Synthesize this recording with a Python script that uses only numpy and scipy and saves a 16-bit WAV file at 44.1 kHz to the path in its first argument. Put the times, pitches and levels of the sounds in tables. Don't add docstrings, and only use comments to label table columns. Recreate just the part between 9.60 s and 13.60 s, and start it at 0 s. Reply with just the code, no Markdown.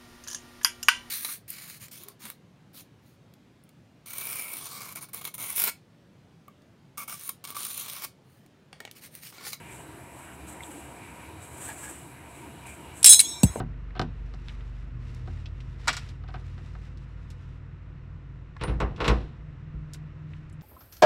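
import sys
import numpy as np
from scipy import signal
from scipy.fft import rfft, irfft
from scipy.io import wavfile
from scipy.ndimage import uniform_filter1d

SR = 44100
rng = np.random.default_rng(int(sys.argv[2]) if len(sys.argv) > 2 else 0)


def boost_factor(decibels):
    exponent = np.asarray(decibels, float) / 20
    return 10 ** exponent


def master_out(mix):
    frames = np.transpose(np.atleast_2d(mix))
    ceiling = np.clip(frames, -1, 1)
    pcm = np.round(ceiling * 32767).astype(np.int16)
    wavfile.write(sys.argv[1], SR, pcm)


N = 176400

# [f/Hz, level/dB]
CONTACT_COLOUR = [(500, -73), (1500, -14), (2500, -5.5), (4500, -2), (6000, -4), (9000, 4), (12000, -6.5),
                  (15500, -21)]
CONTACT_RISE_S = 0.00032
RATTLE_START_S = 3.444


def level(x, db):
    return x * boost_factor(db) / np.sqrt(np.mean(x ** 2))


def colour(x, points):
    p = np.array(points, float)
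    hz = np.fft.rfftfreq(len(x), 1 / SR) + 1
    gain_db = np.interp(np.log(hz), np.log(p[:, 0]), p[:, 1])
    return irfft(rfft(x) * boost_factor(gain_db), len(x))


def band(x, hz, width_hz):
    return signal.lfilter(*signal.iirpeak(hz, hz / width_hz, SR), x)


def walk(rate_hz):
    k = int(SR / rate_hz)
    held = np.repeat(rng.standard_normal(N // k + 1), k)
    return 1.25 * uniform_filter1d(uniform_filter1d(held, k), k)[:N]


def fade(t, t60_s):
    return np.exp(-np.log(1000) * t / t60_s)


def add(out, s, x):
    i = int(s * SR)
    out[i:i + len(x)] += x[:len(out) - i]


def tube():
    # [struck near cut/dB, struck at middle/dB, t60/s]
    tube_modes = [(-14.5, -20, 0.56), (-12.5, -24, 0.63), (-16, -19, 0.76), (-9.5, -15.5, 0.47),
                  (-41, -12, 1), (-18, -13, 0.83), (-5.5, -16, 0.44), (-3.5, -4, 0.42), (-12, -0.5, 0.5),
                  (-17, -8, 0.21), (-11, -11, 0.25), (-27, -8.5, 0.31), (-19, -9, 0.27), (-24, -27, 0.27),
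                  (-30, -21, .25), (-36, -19, 0.3), (-17, -22, 0.31), (-40, -41, 0.6), (-28, -36, 0.4)]
    first_hz = [3371, 3868, 4078, 5278, 6410, 6643, 7541, 8057, 9106, 9326, 9885, 10348, 10788, 12300]
    further_hz = [10573, 13091, 13887, 14533, 15250]
    # [t/s, near cut/dB, at middle/dB, choke of running ring/dB]
    blows = [(3.443, -13, -40, 3), (3.4600, -7, -32, 3), (3.4848, -21, -33, 5), (3.4924, -34, -2, 3),
             (3.5300, -7, -42, -6), (3.5365, -38, -18, 5.5), (3.5455, -21.5, -20.5, 10),
             (3.5700, -50, -61, 4.5), (3.5925, -40, -40, 2), (3.6040, -31, -49, 7.5),
             (3.833, -43, -43.5, 4)]
    tumble_db, tumble_rate_hz, tumble_from_s, tumble_grow_s = 5, 60, 3.5, 0.17
    out = np.zeros(N)
    t = np.arange(SR // 2 + SR // 10) / SR
    modes = np.array(tube_modes).astype(float)
    hz = np.concatenate([first_hz, further_hz]).astype(float)[:, None]
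    start = int(blows[0][0] * SR)
    grow = np.clip((np.arange(start, N) / SR - tumble_from_s) / tumble_grow_s, 0, 1)
    wander = np.array([walk(tumble_rate_hz)[start:] for _ in hz])
    tumble = boost_factor(tumble_db * grow * wander)
    for k, (s, cut_db, mid_db, _) in enumerate(blows):
        flutter = tumble[:, int(s * SR) - start:]
        u = t[:flutter.shape[1]]
        choke_db = np.zeros(len(u))
        for later_s, _, _, taken_db in blows[k + 1:]:
            choke_db += np.clip(taken_db, 0, 40) * np.clip((u + s - later_s) / 0.003, 0, 1)
        gain = boost_factor(cut_db + modes[:, 0]) + boost_factor(mid_db + modes[:, 1])
        phase = rng.random((len(modes), 1))
        ring = flutter * fade(u, modes[:, 2:]) * np.sin(2 * np.pi * (hz * u + phase))
        add(out, s, boost_factor(-choke_db) * (1 - np.exp(-u / CONTACT_RISE_S)) * (gain @ ring))
    return out


def knocks(table, crack_db, spread=0.0299):
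    out, burst = np.zeros(N), np.zeros(N)
    t = np.arange(SR // 4) / SR
    crack = fade(t, 0.024) + boost_factor(-28) * fade(t, 0.2)
    for (s, db, hz, t60_s), detune in zip(table, rng.standard_normal((len(table), 3))):
        ring = np.zeros(len(t))
        for side, d in zip((-1, 0, 1), detune):
            ring += np.sin(2 * np.pi * hz * (1 + spread * side * abs(d)) * t)
        ring /= 2 if spread else 3
        add(out, s, boost_factor(db) * ring * fade(t, t60_s) * (1 - np.exp(-t / CONTACT_RISE_S)))
        add(burst, s, boost_factor(db + crack_db) * crack)
    return out + burst * level(colour(rng.standard_normal(N), CONTACT_COLOUR), 0)


def clanks():
    # [t/s, level/dB, f/Hz, t60/s]
    strikes = [(3.4294, -13, 10240, 0.017), (3.4294, -19, 8000, 0.071), (3.4300, -31, 3580, 0.028),
               (3.4440, -0.5, 5325, 0.03), (3.4440, 2.5, 9140, 0.018), (3.4445, -8.5, 11360, 0.034),
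               (3.4465, -6, 7400, 0.025), (3.4485, -0.5, 10070, 0.022), (3.4590, 2.5, 9340, 0.038),
               (3.4620, -4, 12300, 0.025), (3.4650, 1.5, 9750, 0.014), (3.4700, -3, 8260, .04),
               (3.4760, -3, 7730, .05), (3.4820, -5, 8900, .02), (3.4900, -22, 6260, .02),
               (3.4915, -8, 7670, 0.03), (3.4940, -4, 8210, 0.037), (3.5240, -10, 3900, 0.15),
               (3.5320, -10.5, 3900, 0.053), (3.5350, 0.5, 8000, 0.027), (3.5445, -5, 7470, .018),
               (3.5925, -3, 9810, 0.034), (3.5940, -10.5, 4055, 0.049), (3.5940, -25, 2220, 0.082),
               (3.5970, -19, 10200, 0.02), (3.6010, 0.5, 8880, 0.021), (3.6025, -4.5, 8390, 0.015),
               (3.6065, -21, 8000, 0.02), (3.6110, -14, 7960, 0.037), (3.8328, -10.5, 8040, 0.055),
               (3.8328, -21, 14600, 0.025), (3.8328, -23, 11900, 0.015), (3.8330, -25.5, 2730, 0.039),
               (3.8345, -23.5, 3850, 0.016), (3.8410, -20, 12400, 0.01)]
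    return knocks(strikes, crack_db=-13)


def pings():
    # [t/s, level/dB, f/Hz, t60/s]
    glances = [
        (3.5310, -27, 12300, .25),
        (3.6080, -25, 12200, .06),
        (3.8410, -28, 9076, .08),
        (3.8480, -30, 7880, .04),
        (3.8555, -33, 7880, .04),
        (3.8360, -30, 6400, .04),
        (3.8410, -37, 14640, .04),
    ]
    return knocks(glances, crack_db=-30, spread=0)


def rattle():
    hold_s, t60_s = 0.1, 0.12
    t = np.arange(N) / SR - RATTLE_START_S
    env = (t > 0) * fade(np.clip(t - hold_s, 0, 1), t60_s) * boost_factor(4.4 * walk(150))
    return env * level(colour(rng.standard_normal(N), CONTACT_COLOUR), -31)


def falling():
    # [peak t/s, level/dB, f/Hz, spread/s]
    swells = [(3.78, -50, 2336, .035), (3.7, -46, 3661, .08), (3.77, -46, 3849, .06),
              (3.72, -43, 5464, .07), (3.66, -37, 6640, .05), (3.66, -34, 8052, .07),
              (3.69, -41, 7870, .06), (3.885, -39, 7880, .017), (3.878, -44, 6400, .022),
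              (3.858, -40, 9076, .008), (3.805, -42, 8100, .012), (3.78, -47, 7560, .04),
              (3.84, -52, 5464, .07), (3.565, -38, 14533, .02), (3.86, -54, 12300, .025),
              (3.86, -56, 14640, .02), (3.86, -51, 9889, .025), (3.86, -52, 10330, .025),
              (3.65, -45, 3359, .05), (3.48, -20, 5278, .012)]
    flutter_db, flutter_rate_hz = 3.5, 90
    t = np.arange(N) / SR
    out = np.zeros(N)
    for s, db, hz, spread_s in swells:
        gain = boost_factor(db + flutter_db * walk(flutter_rate_hz))
        out += gain * np.exp(-((t - s) / spread_s) ** 2) * np.sin(2 * np.pi * hz * t)
    return out


def thuds():
    # [t/s, level/dB, first f/Hz, last f/Hz, t60/s]
    impacts = [
        (3.833, -5, 500, 305, 0.026),
        (3.8330, -19, 860, 800, 0.03),
        (3.836, 3.5, 310, 71, 0.048),
        (3.847, -13, 69.4, 67, 0.11),
        (3.8510, -10, 180, 173, 0.051),
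        (3.897, -18, 92.5, 60.4, 0.067),
        (3.959, -9.5, 663, 448, 0.0063),
        (3.9578, -23.5, 1070, 880, 0.034),
    ]
    out, patter = np.zeros(N), np.zeros(N)
    t = np.arange(SR // 4) / SR
    for s, db, hz, end_hz, t60_s in impacts:
        sag_s = 0.13 * t60_s
        turns = end_hz * t + (hz - end_hz) * sag_s * (1 - np.exp(-t / sag_s))
        rise = (1 - np.exp(-t / (0.1 * t60_s))) ** .5
        add(out, s, boost_factor(db) * rise * fade(t, t60_s) * np.sin(2 * np.pi * turns))
    add(patter, impacts[0][0], fade(t, 0.19))
    add(patter, impacts[-2][0], .5 * fade(t, 1.0))
    dull = colour(rng.standard_normal(N), [(60, 8.5), (150, 12), (900, 1), (1300, -28), (3000, -38)])
    return out + patter * level(dull, -30)


def rubbing():
    # [peak t/s, rise/s, fall/s, level/dB]
    strokes = [(.14, 0.054, 0.088, -49.5), (.6, 0.068, 0.088, -55.5), (.75, 0.015, 0.011, -53.5),
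               (0.884, 0.012, 0.069, -46.5), (1.05, 0.039, 0.25, -50), (1.83, 0.021, 0.03, -51.5),
               (1.98, 0.12, 0.078, -49.5), (2.025, .03, .02, -56.5), (2.07, 0.05, 0.047, -42.5),
               (2.14, 0.04, 0.038, -50), (2.2, 0.026, .025, -46), (2.243, 0.022, 0.02, -44.5),
               (2.295, 0.023, 0.024, -50.5), (2.3, 0.089, 0.13, -48), (2.75, 0.068, 0.12, -56.5),
               (3.07, 0.011, 0.089, -49), (3.4, 0.048, 0.13, -48), (3.97, 0.069, .1, -49.5)]
    # [f/Hz, level/dB]
    cloth_colour = [(1500, -6.5), (3000, -12.5), (5000, -23), (6500, -11.5), (8000, 2.5), (9500, -7),
                    (11000, -9.5), (15500, -21.5)]
    t = np.arange(N) / SR
    hand = np.zeros(N)
    for s, rise_s, fall_s, db in strokes:
        hand += boost_factor(db) * np.exp(-np.where(t < s, (s - t) / rise_s, (t - s) / fall_s) ** 2)
    grain_db = 2.0 * rng.exponential(size=N) + 1.5 * walk(90)
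    grains = rng.standard_normal(N) * boost_factor(grain_db)
    return level(colour(grains, cloth_colour), 0) * hand


def ticks():
    # [t/s, level/dB, f/Hz, t60/s]
    clicks = [
        (1.006, -35, 2120, 0.033),
        (1.028, -46, 3500, 0.025),
        (1.035, -32, 3430, 0.015),
        (1.0355, -34, 8000, .012),
        (1.040, -45, 3500, .02),
        (2.094, -37, 8200, .012),
        (3.065, -43, 9950, 0.049),
    ]
    return knocks(clicks, crack_db=-30)


def creaks():
    # [start t/s, length/s, level/dB]
    slides = [
        (2.07, 0.07, -39.5),
        (2.225, 0.047, -45),
        (2.264, 0.036, -45),
    ]
    # [f/Hz, width/Hz, level/dB]
    rollers = [(877, 35, 11.5), (1685, 74, 11.5), (2280, 96, 1), (3900, 220, -31)]
    slip_rate_hz = 400
    slips = (rng.random(N) < slip_rate_hz / SR) * rng.standard_normal(N)
    slips = slips + 0.1 * rng.standard_normal(N)
    body = level(sum(boost_factor(db) * band(slips, hz, width_hz) for hz, width_hz, db in rollers), 0)
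    env = np.zeros(N)
    for s, length_s, db in slides:
        add(env, s, boost_factor(db) * np.hanning(int(length_s * SR)))
    return env * body


def room(x):
    t = np.arange(SR // 2) / SR
    tail = rng.standard_normal(len(t)) * fade(t, 0.9) * np.clip(t / 0.015, 0, 1)
    tail = level(tail, -28) / np.sqrt(len(t))
    tail = colour(tail, [(4000, 0), (9000, -5), (13000, 4), (16000, 8)])
    return x + signal.fftconvolve(x, tail)[:N]


def air():
    # [f/Hz, density/(dB per Hz)]
    air_colour = [(18, -60), (30, -73), (64, -4.5), (303, -8.5), (1810, -8), (2350, -8), (5040, -46),
                  (8300, -19), (16000, -46)]
    # [f/Hz, width/Hz, level/dB]
    hums = [(71.4, 3.3, -59.5), (130, 13.5, -56.5), (310.6, 58, -54), (693, 80, -59), (943, 56, -55.5),
            (1570, 59, -66.5), (2364, 166, -60.5), (2873, 250, -64), (3880, 220, -70.5), (8000, 690, -61.5),
            (10500, 1800, -61.5)]
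    rustle = np.zeros(N)
    for hz in 45 * np.sqrt(2) ** np.arange(18):
        swell_db = np.clip(3000 / hz, .3, 1) * (3.74 * walk(12) + 1.6 * walk(3.35))
        rustle += band(rng.standard_normal(N), hz, hz / 3) * boost_factor(swell_db) / np.sqrt(hz)
    out = level(colour(rustle, air_colour), -49)
    for hz, width_hz, db in hums:
        waver_db = 3.25 * np.clip(3000 / hz, .3, 1) * walk(14)
        out = out + level(band(rng.standard_normal(N), hz, width_hz), db) * boost_factor(waver_db)
    return out


def scene():
    duck_db, duck_hold_s, duck_back_s = 2, 3.8, 0.1
    t = np.arange(N) / SR
    recover = np.exp(-np.clip(t - duck_hold_s, 0, 1) / duck_back_s)
    duck = boost_factor(-duck_db * (t > RATTLE_START_S) * recover)
    metal = tube() + clanks() + pings() + rattle() + falling() + ticks()
    return (room(metal) + thuds() + rubbing() + creaks() + duck * air())[None]


def top_cut(x):
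    return signal.sosfilt(signal.butter(12, 16410, fs=SR, output="sos"), x)


def record(dry):
    ceiling = 0.92
    dry = signal.sosfilt(signal.butter(2, 49, "high", fs=SR, output="sos"), dry)
    dry = signal.sosfilt(signal.ellip(12, .2, 60, 15750, fs=SR, output="sos"), dry)
    return top_cut(ceiling * np.tanh(dry / ceiling))


dry = scene()
out = record(dry)
master_out(out)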